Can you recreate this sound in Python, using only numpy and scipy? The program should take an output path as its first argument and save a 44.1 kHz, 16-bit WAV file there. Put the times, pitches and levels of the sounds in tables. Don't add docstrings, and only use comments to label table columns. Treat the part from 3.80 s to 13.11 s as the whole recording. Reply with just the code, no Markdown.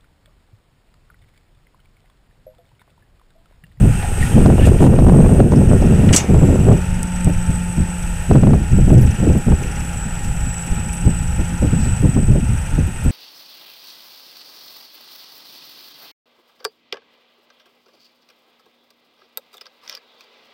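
import sys
import numpy as np
from scipy import signal
from scipy.fft import rfft, irfft
from scipy.io import wavfile
from scipy.ndimage import uniform_filter1d, minimum_filter1d

SR = 44100
rng = np.random.default_rng(int(sys.argv[2]) if len(sys.argv) > 2 else 0)


def level_to_linear(level):
    exponent = np.asarray(level, float) / 20
    return 10 ** exponent


def dump(signal):
    limited = np.clip(np.atleast_2d(signal).T, -1, 1)
    pcm = np.round(limited * 32767).astype(np.int16)
    wavfile.write(sys.argv[1], SR, pcm)


N = 410571
TIME = np.arange(N) / SR


def unit(x):
    return x / np.sqrt(np.mean(x ** 2))


def read(table):
    s, *columns = np.transpose(table)
    return [np.interp(TIME, s, c) for c in columns]


def colour(x, points):
    hz, db = np.transpose(points)
    f = np.arange(N // 2 + 1) * SR / N + 1
    return irfft(rfft(x) * level_to_linear(np.interp(np.log(f), np.log(hz), db, left=-80, right=-80)), N)


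def band(x, hz, width):
    return signal.lfilter(*signal.iirpeak(min(hz, .45 * SR), hz / width, SR), x)


def noise():
    return rng.standard_normal(N)


def steep(hz, width):
    return unit(band(band(noise(), hz, width), hz, width))


def walk(rate):
    k = int(SR / rate)
    held = np.repeat(rng.standard_normal(N // k + 1), k)
    return unit(uniform_filter1d(uniform_filter1d(held, k), k)[:N])


def burst(s, t60, rise):
    t = np.maximum(TIME - s, 0)
    return (1 - np.exp(-t / rise)) * np.exp(-np.log(1000) * t / t60)


def tone(phase, multiple=1):
    return np.sin(multiple * phase)


def wind():
    # t/s, peak level/dB, sharp edge above peak/dB
    sharp_eddies = [(0.578, 1, -16), (0.659, 10, -14.5), (0.7, 6, -12), (0.78, -11, -5), (0.87, 2.5, -13.5),
                    (1.005, 0, -18), (1.039, -2, -6.5), (1.064, 1, -7), (1.187, 2.5, -13), (1.265, 3, -16),
                    (1.295, -8, -1.5), (1.341, -6.5, -13), (1.443, -4.5, -13), (1.601, 10, -19),
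                    (1.72, -1, -12), (1.913, -7, -12), (2.238, -3, -23), (2.308, -2, -19), (2.542, -3, -16),
                    (2.632, 4.5, -25), (2.887, 1.5, -15), (4.511, -3, -8.5), (4.554, 8, -14.5),
                    (4.633, 3.5, -9), (4.669, 2, -14), (4.733, -1.5, -11), (5.12, 4.5, -25),
                    (5.469, -2.5, -25), (5.719, -8, -11.5), (8.367, -2, -21), (1.02, 3, -12),
                    (1.134, -2.5, -14), (1.361, -13, -7), (1.402, -7, -9.5), (1.46, -9, -11),
                    (1.553, -11, -20), (2.098, -21, -20), (2.17, -18, -16), (2.323, -13, -19),
                    (2.383, -13, -6), (2.726, -8, -15), (2.916, -2, -14), (3.49, -16, -15),
                    (4.71, -19, -15), (5.103, -5, -16), (5.232, -10, -25), (5.499, -9, -16),
                    (7.274, -8, -20), (7.845, -13, -16), (8.248, -7, -18), (8.506, -8.5, -25),
                    (8.533, -21, -31), (9.259, -14, -17), (.721, 0.5, -14), (1.284, -7, -8),
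                    (1.492, -3.5, -17), (1.52, -8, -17), (1.734, -2, -11), (1.815, -6, -16),
                    (2.344, -11, -10)]
    # t/s, peak level/dB
    puffs = [(.035, -2.5), (.814, -5), (1.65, 9), (1.766, 5.5), (1.95, -6.5), (2.018, -5), (2.41, -15),
             (2.497, -3), (2.688, 2), (2.93, -2), (3.471, -1.5), (3.698, -16), (3.982, -13), (4.984, -4),
             (5.08, -5.5), (5.171, -3), (5.432, -3), (5.554, -2.5), (5.676, -18), (6.915, -22.5),
             (7.261, -26), (7.597, -9.5), (7.826, -4), (7.931, -7.5), (8.06, -16), (8.231, -5.5),
             (8.481, -14), (8.555, -4), (8.981, -8.5), (9.08, -19)]
    # f/Hz, level/dB per Hz
    rumble_colour = [(6, -17), (14, 2), (40, -0.5), (70, 1), (130, -2), (200, -15)]
    # offset/dB, dB per dB of rumble, dB per dB of bite
    deep_law = (-0.55, 0.77, 0.037)
    deep_hz = 76

    flicker = walk(35)
    rumble = unit(colour(noise(), rumble_colour) * level_to_linear(0.69 * flicker + 1.82 * walk(12)))
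    deep = colour(rumble, [(1, 0), (deep_hz, 0), (2 * deep_hz, -20)])
    buffet = colour(noise(), [(100, -2.5), (140, 3), (220, 1.0), (330, -13.5), (420, -23.0)])
    buffet = unit(buffet * level_to_linear(3.57 * flicker))
    pop_db = np.minimum(2.8 * rng.exponential(size=N), 7) + 3.2 * flicker
    pops = (rng.random(N) < 600 / SR) * noise() * level_to_linear(pop_db)
    flutter = unit(colour(pops, [(280, -18), (350, 2.5), (550, -4.5), (800, -15.5), (1300, -28.5), (2000, -74)]))
    steady = gusts(*deep_law) * deep + gusts(0, 1.23, 0.13) * (rumble - deep)
    steady += level_to_linear(-2.5) * gusts(-1.54, 1.18, 0.87) * buffet
    steady += level_to_linear(-4) * gusts(-10, 1.6, 2.86) * flutter

    eddies = sharp_eddies + [(s, db, -27.5) for s, db in puffs]
    body = sum(level_to_linear(db) * burst(s - .006, 0.13, 0.0056) for s, db, _ in eddies)
    thud = unit(colour(noise(), [(60, -1.5), (180, 0.5), (300, -7.5), (500, -17.5), (800, -28.5)]))
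    chance = rng.standard_normal((len(eddies), 8))
    jumps = np.zeros(N)
    for (s, db, edge_db), row in zip(eddies, chance):
        delay = np.array([0, .002, .004, .007]) * (1 + 0.33 * row[:4])
        at = ((s + 0.001505 + delay) * SR).astype(int)
        jumps[at] += level_to_linear(db + edge_db + np.array([3.0, -4.5, -3.0, -3])) * np.sign(row[4:])
    snap = signal.sosfilt(signal.butter(2, [330, 780], "bandpass", fs=SR, output="sos"), jumps)
    return steady + level_to_linear(-0.5) * body * thud + level_to_linear(35) * snap


def gusts(offset_db, per_db, per_bite):
    # t/s, length/s, rumble level/dB, bite/dB (reach into the small eddies)
    gust_times = [(0, 0.1, -8.5, -2.5), (0.225, 0.16, -23, 4), (0.388, 0.16, -12.5, -2),
                  (0.545, .2, -10, 0.5), (0.764, 0.16, -9, 1), (0.993, 0.095, -8, 1.5),
                  (1.12, 0.036, -13, 3), (1.18, 0.15, -8.5, 0.5), (1.33, .14, -8.5, -0.5),
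                  (1.498, 0.18, -10.5, 2), (1.702, 0.18, -10.5, 0), (1.891, 0.17, -8, -1),
                  (2.082, 0.16, -10.5, 0), (2.262, 0.064, -14.5, 1), (2.376, 0.15, -21.5, 4),
                  (2.477, 0.28, -11.5, 1), (2.78, 0.14, -8, 0), (3.005, 0.24, -21, -2),
                  (3.552, 0.051, -18, -17), (3.441, 0.041, -9, -15), (3.68, 0.024, -10.5, -5),
                  (3.965, 0.051, -11, -7), (4.489, 0.078, -10, 0.5), (4.612, 0.15, -7.5, -1.5),
                  (4.905, 0.34, -9, -6), (5.091, 0.2, -10.5, -4.5), (5.387, 0.13, -11, -1.5),
                  (5.656, 0.08, -9.5, -1), (5.787, 0.12, -23, 2), (6.468, 0.22, -20.5, -6),
                  (6.908, 0.013, -19, -2.5), (7.242, 0.022, -8.5, -4.5), (7.58, 0.015, -18.5, -8),
                  (7.793, 0.34, -13.5, -6.5), (8.19, .24, -13.5, -3), (8.47, 0.079, -7.5, -6.5),
                  (8.612, 0.11, -13, -5.5), (8.921, 0.11, -14, -4.5), (7.336, 0.26, -20, -12),
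                  (9.242, 0.085, -16, -1.5)]
    lull_db, lull_bite_db, lull_sway_db = -25.5, -2.5, 0.5
    fall_t60_s = 0.28

    def gain(db, bite_db):
        return level_to_linear(-10 + offset_db + per_db * (db + 10.5) + per_bite * bite_db)

    power = gain(lull_db + lull_sway_db * walk(8.1), lull_bite_db) ** 2
    for s, length, db, bite_db in gust_times:
        rise_s = 0.022 + 0.082 * min(length, .25)
        rise = np.clip((TIME - s) / rise_s + .5, 0, 1) ** 2
        fall = level_to_linear(-60 * np.maximum(TIME - s - length, 0) / fall_t60_s)
        power = power + (gain(db, bite_db) * rise * fall) ** 2
    return np.sqrt(power)


def shoves():
    # t/s, peak level/dB, f/Hz
    slugs = [(.875, -2, 90), (2.79, -9, 60), (3.697, -15, 130), (4.508, -1.5, 90), (4.63, 0, 70),
             (5.7, -4, 69), (5.731, -1, 70), (6.916, -8.5, 65), (7.591, -7, 121), (8.256, -5, 110),
             (8.29, -3, 140), (8.504, -1.5, 90), (8.691, -1.5, 110)]
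    cycles = 2.9
    out = 0
    for s, db, hz in slugs:
        out = out + level_to_linear(db + 3) * burst(s, cycles * 1.9 / hz, 0.0019) * np.sin(2 * np.pi * hz * (TIME - s))
    return out


def limit_swings(x):
    top, hold_s = 1.104, 0.0056
    k = int(hold_s * SR)
    return x * uniform_filter1d(minimum_filter1d(top / np.maximum(np.abs(x), top), k), k)


def turning():
    return np.clip((2 - TIME) / 0.5, 0, 1)


def excavator():
    # t/s, level/dB
    roar_level = [(0, -42), (.4, -37.5), (1.2, -43), (2.3, -39.5), (3.3, -42), (4.4, -41.5), (7.7, -42),
                  (8.07, -41), (8.4, -43), (9.31, -42.5)]
    # f/Hz, level/dB per Hz
    roar_colour = [(180, -13), (300, -9.5), (385, -4.5), (508, -2), (644, -5.5), (817, -0.5), (1090, -15.5),
                   (1380, -2), (1660, -6.5), (1870, -11), (2140, -11), (2670, -7.5), (4190, -21.5),
                   (5820, -17), (7000, -19.5), (9100, -50), (15400, -120)]
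    # f/Hz, level/dB per Hz
    hiss_colour = [(5000, -18), (8500, -2.5), (9420, -3), (10200, -11.5), (12300, -12.5), (14500, -26),
                   (15600, -20)]
    # f/Hz, width/Hz, level/dB
    casing = [(938, 92, -0.5), (1330, 910, -6.5), (1854, 50, 8), (2520, 430, -3.5), (2850, 150, -31)]
    # t/s, rate/Hz
    firing_rate = [(0, 79.8), (3.4, 79.05), (4, 74.6), (6, 73.4), (7.5, 74.8), (8.6, 75.3), (9.31, 75.5)]
    # t/s, f/Hz
    spool = [(0, 8170), (.55, 8210), (.9, 8320), (1.2, 8340), (1.6, 8290), (2.3, 7880), (2.65, 7730),
             (3, 7940), (3.7, 8030), (5, 7900), (6, 7865), (6.8, 7875), (7.2, 7945), (7.8, 7920),
             (8.5, 8010), (9.31, 8030)]
    # t/s, level/dB, length/s
    surges = [
        (4.104, 2, 0.21),
        (4.526, 1, 0.18),
        (4.98, 5, 0.18),
        (6.202, 4, 0.074),
        (6.75, 7, 0.25),
        (7.21, 6.5, 0.4),
        (8.052, 4.5, 0.3),
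    ]

    roar_db = read(roar_level)[0]
    hiss_db = roar_db - 5.5 + 2.5 * turning()
    turbo_db = np.where(TIME < 2.5, -42.5, -40.5) - 1.27 * walk(5.77)
    turbo_db += sum(db * np.exp(-((TIME - s) / length * 2) ** 2) for s, db, length in surges)

    firing = 2 * np.pi * np.cumsum(read(firing_rate)[0] * (1 + 0.00568 * walk(6.5))) / SR
    air = noise() * level_to_linear(0.56 * tone(firing) + 0.67 * walk(14))
    echoes = sum(level_to_linear(db) * band(air, hz, width) for hz, width, db in casing)
    roar = unit(colour(air + echoes, roar_colour))
    hiss = unit(colour(noise() * level_to_linear(0.28 * tone(firing) + 0.65 * walk(14)), hiss_colour))

    spin = 2 * np.pi * np.cumsum(read(spool)[0] + 7 * walk(25)) / SR
    ripple = 1.3 * (1 + .3 * walk(3)) * tone(firing) + .6 * np.sin(2 * firing + 1.3)
    pulse = 1 + 0.42 * np.sin(firing + 0.26) + 0.061 * tone(firing, 2)
    clean = np.sin(spin + ripple) * pulse * level_to_linear(2.4 * walk(30))
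    breathy = steep(50, 140) * np.sin(spin) + steep(50, 140) * np.cos(spin)
    whistle = level_to_linear(0.5) * unit(clean) + level_to_linear(-1.5) * unit(breathy)
    return level_to_linear(roar_db + 6.0) * roar + level_to_linear(hiss_db + 3.5) * hiss + level_to_linear(turbo_db) * whistle


def pump():
    # t/s, piston rate/Hz, fifth multiple level/dB, fan hum f/Hz, hum level/dB
    speeds = [(0, 168, -47, 168, -40), (.25, 168, -45, 168, -31), (.5, 166, -48, 167, -32),
              (2.8, 178.6, -48, 180, -34), (3.1, 178.1, -43, 180, -22.5), (3.8, 176, -41.5, 176.5, -24),
              (4.1, 174.8, -43.5, 177, -25), (4.4, 168, -47, 172, -30), (5, 166.4, -48, 171.5, -36),
              (5.85, 164.8, -47, 170, -33), (6.2, 163.3, -46, 169, -32), (6.5, 165.7, -47, 169.5, -33),
              (7.05, 166.2, -45, 172, -30), (7.7, 167, -45, 172.5, -28), (8, 170.5, -50, 174, -31),
              (8.55, 173.5, -51, 177, -37), (8.9, 177, -47, 180, -36), (9.31, 177.8, -52, 180, -37)]
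    hz, fifth_db, fan_hz, hum_db = read(speeds)
    turn, fan = (2 * np.pi * np.cumsum(f * (1 + .001 * walk(8))) / SR for f in (hz, fan_hz))
    blades = tone(fan) + level_to_linear(-27) * tone(fan, 2) + level_to_linear(-24) * tone(fan, 3) + level_to_linear(-37) * tone(fan, 4)
    hum = level_to_linear(hum_db + .5 * walk(5.4)) * blades
    whine = level_to_linear(fifth_db + 1 + .6 * walk(5)) * tone(turn, 5)
    return np.sqrt(2) * (hum + whine)


def swing():
    # f/Hz, width/Hz, level/dB
    jets = [(11600, 450, -60), (14200, 450, -69), (15350, 500, -63), (10700, 300, -62)]
    return turning() * sum(level_to_linear(db + 2.0 * walk(8)) * steep(hz, width) for hz, width, db in jets)


def bucket():
    # f/Hz, level/dB, t60/s
    pin = [(1610, -9, .06), (2900, -2, .06), (3300, -8, .05), (4745, -10, .075), (5900, -14, .06),
           (6250, -7, .07), (6560, -10, .07), (6920, -12, .07), (7770, -5, .07), (8265, -5, .08),
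           (8780, -14, .06), (9405, -7, .08), (10300, -16, .06), (11400, -15, .07)]
    # f/Hz, level/dB, t60/s
    shell = [(2832, -11, .25), (3628, -17, .25), (4100, -17, .15), (5749, 0, .12), (6202, -5, .2),
             (6330, -6, .15), (6460, -6, .15), (6600, -6, .18), (6835, -3, .13), (7031, -11, .15),
             (7192, 0, .13), (8409, -13, .2), (10400, -13, .2), (11370, -17, .1)]
    # t/s, pin level/dB, shell level/dB
    strikes = [
        (2.326, -19, -45),
        (2.333, -13, -42),
        (2.343, -19, -42),
        (2.361, -30, -16),
        (2.375, -45, -33),
        (2.386, -45, -28),
    ]
    # t/s, level/dB, f/Hz, t60/s
    crashes = [(2.288, -26, 2600, 0.071), (2.29, -27, 1900, .06), (2.327, -19, 6400, .2),
               (2.328, -26.5, 2110, 0.69), (2.33, -27.5, 1260, 0.55), (2.333, -18.5, 2850, 0.11),
               (2.33, -35, 3900, 0.33), (2.344, -12.5, 7750, 0.1), (2.348, -34, 13000, .045),
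               (2.361, -2, 6830, 0.072), (2.363, -22, 2700, 0.18), (2.363, -32, 11500, .13),
               (2.35, -26, 754, 0.55), (2.3755, -9, 6900, 0.059), (2.386, -18, 6300, 0.091),
               (2.391, -36, 10500, 0.16), (2.398, -22, 6600, 0.081), (2.412, -35, 5600, .2)]

    modes = [(0, m) for m in pin] + [(1, m) for m in shell]
    mix = rng.standard_normal((len(strikes), len(modes)))
    waver = [1 + 0.44 * walk(150) for _ in modes]
    scrape = sum(level_to_linear(db) * burst(s, t60, 0.0012) * steep(hz, 0.42 * hz) for s, db, hz, t60 in crashes)
    out = scrape * level_to_linear(0.81 * walk(300))
    for (s, *ring_db), row in zip(strikes, mix):
        for (part, (f, db, t60)), share, rough in zip(modes, row, waver):
            level = level_to_linear(ring_db[part] + db + 0.93 * share)
            out += level * burst(s, t60, 0.002) * np.sin(2 * np.pi * f * TIME + 3 * share) * rough
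    return out


def groans():
    # t/s, peak level/dB, f/Hz, width/Hz, t60/s
    slips = [(.226, -29, 774, 200, 0.47), (.225, -29, 1700, 1300, .15), (.404, -28, 2260, 250, 0.076),
             (0.422, -24, 1850, 204, 0.098), (0.21, -37, 1800, 1600, 0.36), (.515, -52, 3000, 700, 0.44),
             (.728, -35, 2200, 250, .12), (.806, -43, 2600, 800, 0.47), (.83, -35, 2600, 1400, .3),
             (0.26, -40, 2500, 900, .25), (0.79, -29, 2900, 300, .08), (.985, -41, 2900, 1600, 0.41),
             (6.44, -40, 6800, 6400, 0.21), (8.0, -45, 5000, 4000, .6)]
    out = sum(level_to_linear(db) * burst(s, t60, 0.0013) * steep(hz, width) for s, db, hz, width, t60 in slips)
    return out * level_to_linear(3.1 * np.clip(walk(90.1), -2, 1))


def rubs():
    # t/s, length/s, level/dB, f/Hz, width/Hz
    contacts = [(.405, 0.083, -37, 2200, 1800), (.515, .11, -45, 2750, 800),
                (.805, 0.084, -34.5, 2720, 900), (.805, 0.089, -38, 1490, 900), (.985, .08, -42, 2750, 900),
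                (2.33, 0.088, -29, 1900, 2200), (2.35, .09, -32.5, 696, 600)]
    edge_s = .008
    out = 0
    for s, length, db, hz, width in contacts:
        hold = np.clip(np.minimum(TIME - s, s + length - TIME) / edge_s + .5, 0, 1)
        out = out + level_to_linear(db + 2.0 * walk(150)) * hold * steep(hz, width)
    return out


def squeals():
    # t/s, length/s, from f/Hz, to f/Hz, level/dB
    slides = [
        (.815, .05, 1680, 1900, -33),
        (.515, .07, 3100, 3120, -40),
        (.15, .07, 2700, 2680, -40),
    ]
    out = 0
    for s, length, from_hz, to_hz, db in slides:
        along = np.clip((TIME - s) / length, 0, 1)
        turn = 2 * np.pi * np.cumsum(from_hz + (to_hz - from_hz) * along + 25 * walk(79)) / SR
        out = out + level_to_linear(db + 2.5 * walk(59)) * np.sqrt(np.sin(np.pi * along).clip(0)) * np.sin(turn)
    return out


def grit():
    # t/s, peak level/dB, f/Hz, width/Hz, t60/s
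    clicks = [(.66, -28, 4500, 4000, .02), (1.19, -38, 3000, 1500, .03), (.85, -29, 7900, 6000, 0.2),
              (1.713, -34, 6050, 3000, .08), (1.757, -35, 5430, 900, 0.098), (2.017, -37, 6000, 1500, .06),
              (.866, -33, 10000, 1200, .05), (.866, -23, 7700, 1200, .03), (3.411, -28, 2700, 700, .03),
              (3.487, -40, 11500, 3000, .05), (4.423, -35, 11060, 4000, .015),
              (4.98, -34, 10000, 4000, .015), (5.128, -33, 11000, 2000, .016),
              (5.193, -36, 12000, 3000, .012), (5.212, -32, 11000, 5000, .012),
              (5.216, -29, 12500, 4000, .03), (5.217, -31, 6000, 3000, .03), (5.226, -32, 11000, 3000, .04),
              (5.252, -36, 13000, 4000, .008), (5.344, -32, 10000, 3000, .015),
              (5.579, -29, 12000, 3000, .012), (6.864, -34, 11200, 3000, .015),
              (6.947, -37, 11000, 3000, .02), (7.13, -31, 9500, 3480, .015), (7.135, -25, 9350, 3500, .02),
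              (7.148, -32, 11000, 2000, .03), (9.071, -32, 11000, 4000, .015),
              (9.235, -38, 11400, 3000, .1), (.4, -33, 8500, 4250, .9), (1.0, -31, 8100, 4050, .38)]
    return sum(level_to_linear(db) * burst(s, t60, t60 / 40) * steep(hz, width) for s, db, hz, width, t60 in clicks)


def pings():
    # t/s, peak level/dB, f/Hz
    pebbles = [
        (3.2287, -19, 8300),
        (3.2311, -4.5, 8560),
        (3.4458, -8.5, 8500),
        (3.4478, -21, 8000),
    ]
    t60_s = 0.0022
    out = 0
    for s, db, hz in pebbles:
        turn = 2 * np.pi * hz * (TIME - s)
        ring = burst(s, t60_s, .0001) * tone(turn)
        edge = burst(s, t60_s / 3, .00005) * tone(turn, 1.2)
        out = out + level_to_linear(db + 3.5) * (ring + level_to_linear(-8) * edge)
    return out


def truck():
    ticks_hz, lag_cycles, knock_late_cycles = 23.092, .58, .17
    cycle = TIME * ticks_hz + lag_cycles
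    chance = rng.standard_normal(int(cycle[-1]) + 2)
    size = level_to_linear(1.6 * chance + 4 * uniform_filter1d(chance, 9))

    def gate(c):
        return size[c.astype(int)] * np.sin(np.pi * np.minimum(c % 1 / .5, 1)) ** 2

    block = unit(colour(noise(), [(900, -50), (1500, 12), (2700, 25), (4500, -0.5), (9000, -6), (13000, -17)]))
    jet = unit(colour(noise(), [(4500, -37), (6500, -4), (9300, 9), (12000, -5), (15400, -14)]))
    cover = level_to_linear(-45.2) * steep(5850, 900) + level_to_linear(-47) * jet
    screen = level_to_linear(-4 * np.clip(1.75 - TIME, 0, 1))
    return screen * gate(cycle) * cover + level_to_linear(-42) * gate(cycle - knock_late_cycles) * block


def scene():
    port = limit_swings(wind() + shoves())
    machines = excavator() + pump() + swing() + truck()
    steel = bucket() + groans() + rubs() + squeals()
    return (port + machines + steel + grit() + pings())[None]


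def flatten(x, top):
    return x / (1 + np.abs(x / top) ** 12) ** (1 / 12)


def low_pass(x):
    return signal.sosfilt(signal.butter(12, 15550, fs=SR, output="sos"), x)


def record(dry):
    # t/s, level/dB
    ducks = [(0.661, -4.5), (.89, -1), (1.069, -4.5), (1.26, -0.5), (1.612, -7), (2.358, -5), (4.557, -3),
             (4.64, -3), (4.74, -1.5)]
    ducked = dry * level_to_linear(sum(db * burst(s, 0.78, 0.014) for s, db in ducks))
    return low_pass(flatten(ducked, 0.85))


dry = scene()
out = record(dry)
dump(out)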